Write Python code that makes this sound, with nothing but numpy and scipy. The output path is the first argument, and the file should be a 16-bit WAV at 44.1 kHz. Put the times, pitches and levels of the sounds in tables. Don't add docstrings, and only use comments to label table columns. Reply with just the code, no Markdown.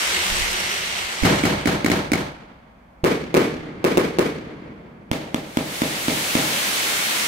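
import sys
import numpy as np
from scipy import signal
from scipy.io import wavfile

SR = 44100
rng = np.random.default_rng(int(sys.argv[2]) if len(sys.argv) > 2 else 0)


def dump_mix(stems):
    frames = np.atleast_2d(stems).T
    limited = np.clip(frames, -1, 1)
    pcm = np.round(limited * 32767).astype(np.int16)
    wavfile.write(sys.argv[1], SR, pcm)


def nominal_scale(level):
    x = np.asarray(level, float) / 20
    return 10 ** x


N = 320607

# t/s, shock level/dB, street reply level/dB, fence level/dB
SHELL_LIFTS = [(1.2353, -9.5, -15.5, .5), (1.4372, -8, -20, -2), (1.6576, -8, -20.5, -2.5),
               (1.846, -7.5, -25, .5), (1.9004, -9, -22, 1.5), (2.1185, -7, -24, 1.5)]
BURSTS = [(3.0415, -10, -19, .1), (3.3427, -9, -20.5, .1), (3.3688, -7, -23, .1), (3.8429, -9, -21, .1),
          (3.9729, -5.5, -22, .1), (4.1867, -7.5, -22.5, .1)]
COMET_LIFTS = [(5.1151, -10.5, -29, 4), (5.345, -10, -32.5, -4), (5.5716, -6.5, -29, -2),
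               (5.8192, -8, -28.5, -1), (6.083, -9.5, -27.5, 2), (6.3532, -6.5, -25.5, -1)]
# gas swing f/Hz, swing duration/ms, blast level/dB, blast push/ms, ring f/Hz, ring level/dB,
# fizz level/dB, fence level/dB, front dulled above f/Hz
SHELL_PULSE = (275, 4.5, 1, 0.14, 2200.5, -8, -9, -3, 6000)
BURST_PULSE = (367, 3.4, 4, 0.55, 2597.5, -12, -12, -24, 9000)
COMET_PULSE = (243, 4.5, 10.5, 0.3, 3402, -11, -13, -15, 7500)
# delay after the shock/ms, level/dB, lag of left behind right/ms, left-right level/dB, dulled above f/Hz
LIFT_PATHS = [
    (0, 0.5, 0.4157, -2, 14700),
    (3.653, -8, -0.23, -9, 7900),
    (16.57, -2, 0.13, 3.53, 1100),
    (37.4, -5, 0.24, 0, 940),
    (56.6, -17, .1, 7, 410),
    (92.07, -17, -0.0077, -5, 6700),
]
BURST_PATHS = [
    (0, 0.5, -.3, -1.6, 15000),
    (5.94, 2.3, 0.52, 0.42, 15000),
    (10.84, 1, 0.136, 1.5, 610),
    (14.17, -8.5, -0.076, .1, 640),
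    (24.5, -14, 0.066, 0.1, 15000),
    (29.89, -8, 0.2, .1, 440),
    (36.3, -10.5, .1, 0.1, 640),
    (41.9, -12.5, 0.17, 0.1, 2200),
]
COMET_PATHS = [
    (0, 0, 0.352, 0.1, 15000),
    (3.33, -13.5, -0.436, 0.1, 5700),
    (16.4, -13, 0.04, 0.1, 820),
    (36.96, -12.5, 0.15, 0.1, 760),
    (55.86, -22, 0.092, 0.1, 550),
]
FENCE_MS, FENCE_SPREAD_MS, FENCE_HZ = 14.2, 7.0, 2200
# delay/ms, level/dB
FENCE_REPEATS = [
    (21, -9),
    (43, -14),
]
# f/Hz, level per Hz/dB
SHELL_REPLY = [(24, -40), (40, -14), (256, 0), (345, -10), (585, -8.5), (1070, -14.5), (1270, -15.5),
               (1600, -14.5), (2100, -17.5), (2440, -20), (3740, -22.5), (16000, -43)]
BURST_REPLY = [(24, -55), (45, -20.5), (110, -13.5), (175, -6), (300, -4), (400, -2.5), (630, -13),
               (950, -15), (1400, -17), (2210, -18.5), (2700, -23.5), (3930, -27), (16000, -46)]
COMET_REPLY = [(24, -45), (40, -24), (249, -2.5), (329, -13), (529, -7.5), (770, -14.5), (1040, -18.5),
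               (1340, -22.5), (2050, -20), (3400, -24.5), (16000, -46)]
# f/Hz, near T60/s, far T60/s, far level/dB
GROUND_DECAY = [(60, 1, 2.4, -11), (250, 0.55, 1.33, -13), (1000, 0.81, 1.89, -11), (3000, 0.518, 1.34, -8),
                (8000, 0.55, 0.54, -10.5), (15000, 0.31, 0.54, -8)]
AIR_DECAY = [(60, 0.5, 4.5, 9), (160, 0.16, 3.2, -12), (400, 0.41, 3, -15.5), (1200, 0.33, 3.03, -18),
             (3000, 0.36, 1.89, -10.5), (8000, 0.51, 0.7, -8), (15000, 0.19, .6, -12.5)]
FAR_ROW_MS, FAR_ROW_SPREAD_MS = 99.5, 47
# f/Hz, correlation/1
LIKENESS = [(60, 0.945), (130, 0.976), (290, 0.876), (640, 0.17), (1410, -0.19), (3100, 0.112),
            (6820, 0.0018), (15000, 0.079)]
# f/Hz, left-right level/dB
PORT_BALANCE = [(60, 0), (130, -0.5), (290, -0.5), (640, 1), (1410, -2), (3100, -1), (6820, 2), (15000, 0)]
# f/Hz, width/Hz, lift/dB
PORT_PEAKS = [(2170, 220, 2.2), (3600, 700, 1.2), (1000, 200, 1.2)]
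# t/s, hiss level/dB, brightness/(dB per octave)
FADING = [
    (0.0, -25.5, 0.14),
    (0.232, -25.5, 0.35),
    (0.596, -27.5, -0.3),
    (0.828, -29.5, -0.26),
    (1.396, -32.5, -1.2),
    (1.7, -42, -4.5),
]
RISING = [
    (5.15, -69.5, 0.1),
    (5.28, -67, 0.1),
    (5.62, -43.5, 0.091),
    (5.75, -36.5, 0.112),
    (5.91, -34.5, 0.113),
    (6.3, -30, 0.13),
    (6.6, -28.5, 0.097),
    (7.27, -28.5, 0.043),
]
# f/Hz, level per Hz/dB
FADING_HISS = [(40, -17.5), (80, -8), (130, -16), (190, -8.5), (260, -14.5), (450, -6), (882, -5),
               (1360, -3), (2160, 0), (3050, -1.5), (3760, -4), (5500, -6.5), (9070, -12), (15100, -26),
               (17000, -29)]
RISING_HISS = [(60, -30), (110, -18.5), (170, -6), (343, -6.5), (667, -4.5), (1190, -5), (1500, -2.5),
               (2200, -1.5), (3400, -3), (5160, -7), (8940, -8.5), (15000, -16), (17000, -19)]
# f/Hz, level per Hz/dB
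NIGHT = [(29, -30.5), (50, -3), (96, -18), (229, -6.5), (337, -25.5), (615, -13.5), (2060, -27),
         (2680, -35), (5810, -49.5), (6390, -50), (16000, -61)]
NIGHT_DB, MIC_HISS_DB = -50.5, -76.5
# f/Hz, width/Hz, level/dB
DRONE = [(185, 30, -46.5), (360, 38.4, -46)]
# peak t/s, level/dB, build-up/ms, sign/1, left-right level/dB
SWELLS = [
    (1.2316, -14, 5.6, 1, -16),
    (1.2362, -15, .9, -1, -16),
    (3.0375, -13, 1.6, -1, -7),
    (5.1135, -22, 2.5, 1, -12),
    (5.1158, -16, .9, -1, -12),
]
# peak t/s, level/dB, build-up/s, fall/(s per 10 dB)
GUSTS = [
    (.1, -46, .05, .3),
    (.33, -25, .04, .1),
    (.43, -29, .06, .045),
    (.8, -52, .05, .15),
    (1.03, -44, .04, .05),
    (6.92, -52, .1, .05),
]
BREEZE_DB, BREEZE_SWAY_DB = -65, 2.5
STIRRED_DB, STIRRED_T60_S = -28, .9
RING_T60_S, FIZZ_MS = 0.011, 2.62
EDGES_HZ = np.geomspace(35, 17000, 20)
STEADY_TOP_HZ, PEAK_TOP_HZ = 16000, 17000


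def rms_one(x):
    return x / np.sqrt(np.mean(x ** 2) + 1e-20)


def in_time(rows):
    s, *columns = np.transpose(rows)
    return [np.interp(np.arange(N) / SR, s, c) for c in columns]


def at_hz(points, hz, column=1):
    table = np.array(points)
    return np.interp(np.log(hz), np.log(table[:, 0]), table[:, column])


def drift(rate, size):
    return np.interp(np.arange(size) * (rate / SR), np.arange(300), rng.standard_normal(300))


def low_pass(x, hz):
    return signal.sosfilt(signal.cheby2(16, 45, hz, fs=SR, output="sos"), x)


def bands(sources, gain_at):
    out = 0
    for k, (low, high) in enumerate(zip(EDGES_HZ, EDGES_HZ[1:])):
        band = signal.butter(2, [low, high], "band", fs=SR, output="sos")
        mid, side = signal.sosfilt(band, sources[k % 2])
        hz = np.sqrt(low * high)
        alike = np.clip(at_hz(LIKENESS, hz), -1, 1)
        lean = nominal_scale(at_hz(PORT_BALANCE, hz) * np.array([[.5], [-.5]]))
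        pair = np.sqrt(1 + alike) * mid + np.sqrt(1 - alike) * side * [[1], [-1]]
        out = out + gain_at(hz) * lean * pair
    return low_pass(out, STEADY_TOP_HZ)


def night():
    murmur = bands(rng.standard_normal((2, 2, N)), lambda hz: nominal_scale(at_hz(NIGHT, hz)))
    return nominal_scale(NIGHT_DB) * rms_one(murmur)


def wind():
    common, own = rng.standard_normal((2, N))
    rumble = signal.butter(1, [22, 45], "band", fs=SR, output="sos")
    low = signal.sosfilt(rumble, [common, common + 1.34 * own])
    low = signal.lfilter(*signal.butter(2, 90, fs=SR), low)
    t = np.arange(N) / SR
    level = nominal_scale(BREEZE_DB + BREEZE_SWAY_DB * drift(5.0, size=N))
    for s, db, build_s, die_s in GUSTS:
        fall_db = np.where(t < s, 20 * ((s - t) / build_s) ** 2, 10 * (t - s) / die_s)
        level += nominal_scale(db - fall_db)
    for s, _, reply_db, _ in SHELL_LIFTS + BURSTS + COMET_LIFTS:
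        level += (t > s) * nominal_scale(reply_db + STIRRED_DB - 60 * np.abs(t - s) / STIRRED_T60_S)
    return nominal_scale(-5.5) * level * rms_one(low) * nominal_scale(np.array([[-2.5], [2.5]]))


def drone():
    out = 0
    for hz, width, db in DRONE:
        narrow = signal.butter(2, [hz - width / 2, hz + width / 2], "band", fs=SR, output="sos")
        tone = rms_one(signal.sosfilt(narrow, rng.standard_normal(N)))
        out = out + nominal_scale(db + 1.8 * drift(6.6, size=N)) * tone
    return out * np.clip((1.25 - np.arange(N) / SR) / 0.437, 0, 1)


def comets(burn, colour, whole_db, sparks_per_s, spark_db, spread_db, direct_db, lag_ms, patchy_db):
    first, last = int(burn[0][0] * SR), min(int(burn[-1][0] * SR), N)
    level_db, tilt_db = [c[first:last] for c in in_time(burn)]
    size = last - first

    born, strength, sign = rng.random((3, N))[:, first:last]
    clumps = nominal_scale(2.5 * drift(60, size=size))
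    popping = born < clumps * sparks_per_s / SR
    sparks = popping * nominal_scale(-spread_db * np.log(strength + .03)) * np.sign(sign - .3)

    direct = nominal_scale(spark_db) * rms_one(sparks) + nominal_scale(direct_db) * rng.standard_normal(N)[first:last]
    left = np.roll(direct, int(round(lag_ms * SR / 1000)))
    mid_side = np.array([left + direct, left - direct]) / 2
    source = rng.standard_normal((2, 2, N))[..., first:last] + mid_side
    flare = drift(9.04, size=size)

    def flickering(hz):
        flicker_db = patchy_db * (.4 * flare + drift(25.03, size=size))
        return nominal_scale(at_hz(colour, hz) + tilt_db * np.log2(hz / 3000) + flicker_db)

    roar = rms_one(bands(source, flickering))
    return np.pad(nominal_scale(level_db + whole_db) * roar, ((0, 0), (first, N - last)))


def swells():
    out = np.zeros((2, N))
    for s, db, build_ms, sign, pan_db in SWELLS:
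        ahead_ms = (s - np.arange(N) / SR) * 1000
        ears = nominal_scale(pan_db * np.array([[.5], [-.5]]))
        width_ms = np.where(ahead_ms > 0, build_ms, .6)
        out += np.sign(sign) * nominal_scale(db) * ears / ears.mean() * np.exp(-(ahead_ms / width_ms) ** 2)
    return out


def street(colour, decay, row_db):
    t = np.arange(int(1.7 * SR)) / SR
    lumps = nominal_scale(1.46 * drift(140, size=len(t)) + 1.33 * drift(45.38, size=len(t)))
    lumps *= nominal_scale(row_db * np.exp(-((1000 * t - FAR_ROW_MS) / FAR_ROW_SPREAD_MS) ** 2))

    def dying(hz):
        near_t60, far_t60, far_db = [at_hz(decay, hz, column) for column in (1, 2, 3)]
        fall = nominal_scale(-60 * t / near_t60) + nominal_scale(far_db - 60 * t / far_t60)
        return nominal_scale(at_hz(colour, hz)) * fall / fall[SR // 12]

    onset = np.clip((t - .003) / 0.015, 0, 1)
    reply = bands(rng.standard_normal((2, 2, len(t))), dying) * lumps * onset
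    return reply / np.sqrt(np.mean(reply[:, :SR // 8] ** 2))


def ring(x, hz):
    r, w = nominal_scale(-60 / (RING_T60_S * SR)), 2 * np.pi * hz / SR
    return signal.lfilter([0, np.sin(w)], [1, -2 * r * np.cos(w), r * r], x)


def fence(ms):
    into = (ms - 1 - FENCE_MS) / FENCE_SPREAD_MS
    envelope = np.sin(np.pi * np.clip(into, 0, 1) ** .6) ** .8
    first = rng.standard_normal((2, len(ms))) * envelope
    rattle = first + sum(nominal_scale(db) * np.roll(first, int(later_ms * SR / 1000), axis=1)
                         for later_ms, db in FENCE_REPEATS)
    broad = signal.lfilter(*signal.butter(1, [1200, 5000], "band", fs=SR), rattle)
    return 0.11 * ring(rattle, FENCE_HZ) + 0.67 * broad


def shock(pulse, paths, slats_db, size=4800):
    swing_hz, swing_ms, blast_db, push_ms, ring_hz, ring_db, fizz_db, fence_db, front_hz = pulse
    ms = np.arange(size) / SR * 1000
    wave = np.cos(2 * np.pi * swing_hz * np.arange(size) / SR) * np.exp(-(ms / swing_ms) ** 2)
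    wave += nominal_scale(blast_db) * (1 - ms / push_ms) * np.exp(-ms / push_ms)
    wave += nominal_scale(ring_db) * ring(ms == 0, ring_hz * rng.uniform(0.92, 1.08))
    out = np.zeros((2, size))
    for after_ms, db, lag_ms, pan_db, dull_hz in paths:
        lag_ms = lag_ms + 0.0338 * rng.standard_normal()
        dulling = signal.butter(1, min(dull_hz, front_hz, .45 * SR), fs=SR)
        for ear, side in enumerate((.5, -.5)):
            fizz = nominal_scale(fizz_db) * rng.standard_normal(size) * np.exp(-ms / FIZZ_MS)
            dulled = signal.lfilter(*dulling, wave + fizz)
            arrival_ms = ms - 1 - after_ms - side * lag_ms
            out[ear] += nominal_scale(db + side * pan_db) * np.interp(arrival_ms, ms, dulled, 0)
    return out + nominal_scale(fence_db + slats_db) * fence(ms)


def volley(blasts, pulse, paths, colour, decay, row_db):
    late, out = street(colour, decay, row_db), np.zeros((2, 2 * N))
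    for s, shock_db, reply_db, slats_db in blasts:
        i = int(np.round((s - .001) * SR))
        early = shock(pulse, paths, slats_db)
        out[:, i:i + early.shape[1]] += nominal_scale(shock_db) * early
        out[:, i:i + late.shape[1]] += nominal_scale(reply_db) * late
    return out[:, :N]


def ports(x):
    for hz, width_hz, db in PORT_PEAKS:
        x = x + (nominal_scale(db) - 1) * signal.lfilter(*signal.iirpeak(hz, hz / width_hz, fs=SR), x)
    return x


def scene():
    trails = comets(FADING, FADING_HISS, whole_db=4.3, sparks_per_s=1100, spark_db=3.0, spread_db=6.0,
                    direct_db=-7.0, lag_ms=-0.389, patchy_db=.9)
    trails += comets(RISING, RISING_HISS, whole_db=6.6, sparks_per_s=2700, spark_db=-7, spread_db=3.5,
                     direct_db=-5.0, lag_ms=-0.31, patchy_db=0.46)
    blasts = volley(SHELL_LIFTS, SHELL_PULSE, LIFT_PATHS, SHELL_REPLY, GROUND_DECAY, row_db=4.5)
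    blasts += volley(BURSTS, BURST_PULSE, BURST_PATHS, BURST_REPLY, AIR_DECAY, row_db=2.5)
    blasts += volley(COMET_LIFTS, COMET_PULSE, COMET_PATHS, COMET_REPLY, GROUND_DECAY, row_db=-1.2)
    return night() + wind() + drone() + trails + swells() + blasts


def top_cut(x):
    return signal.sosfilt(signal.butter(12, 17020, fs=SR, output="sos"), x)


def record(dry):
    hiss = nominal_scale(MIC_HISS_DB) * low_pass(rng.standard_normal(dry.shape), STEADY_TOP_HZ)
    rounded = .8 * np.tanh((ports(dry) + hiss) / .8)
    return top_cut(low_pass(rounded, PEAK_TOP_HZ))


dry = scene()
out = record(dry)
dump_mix(out)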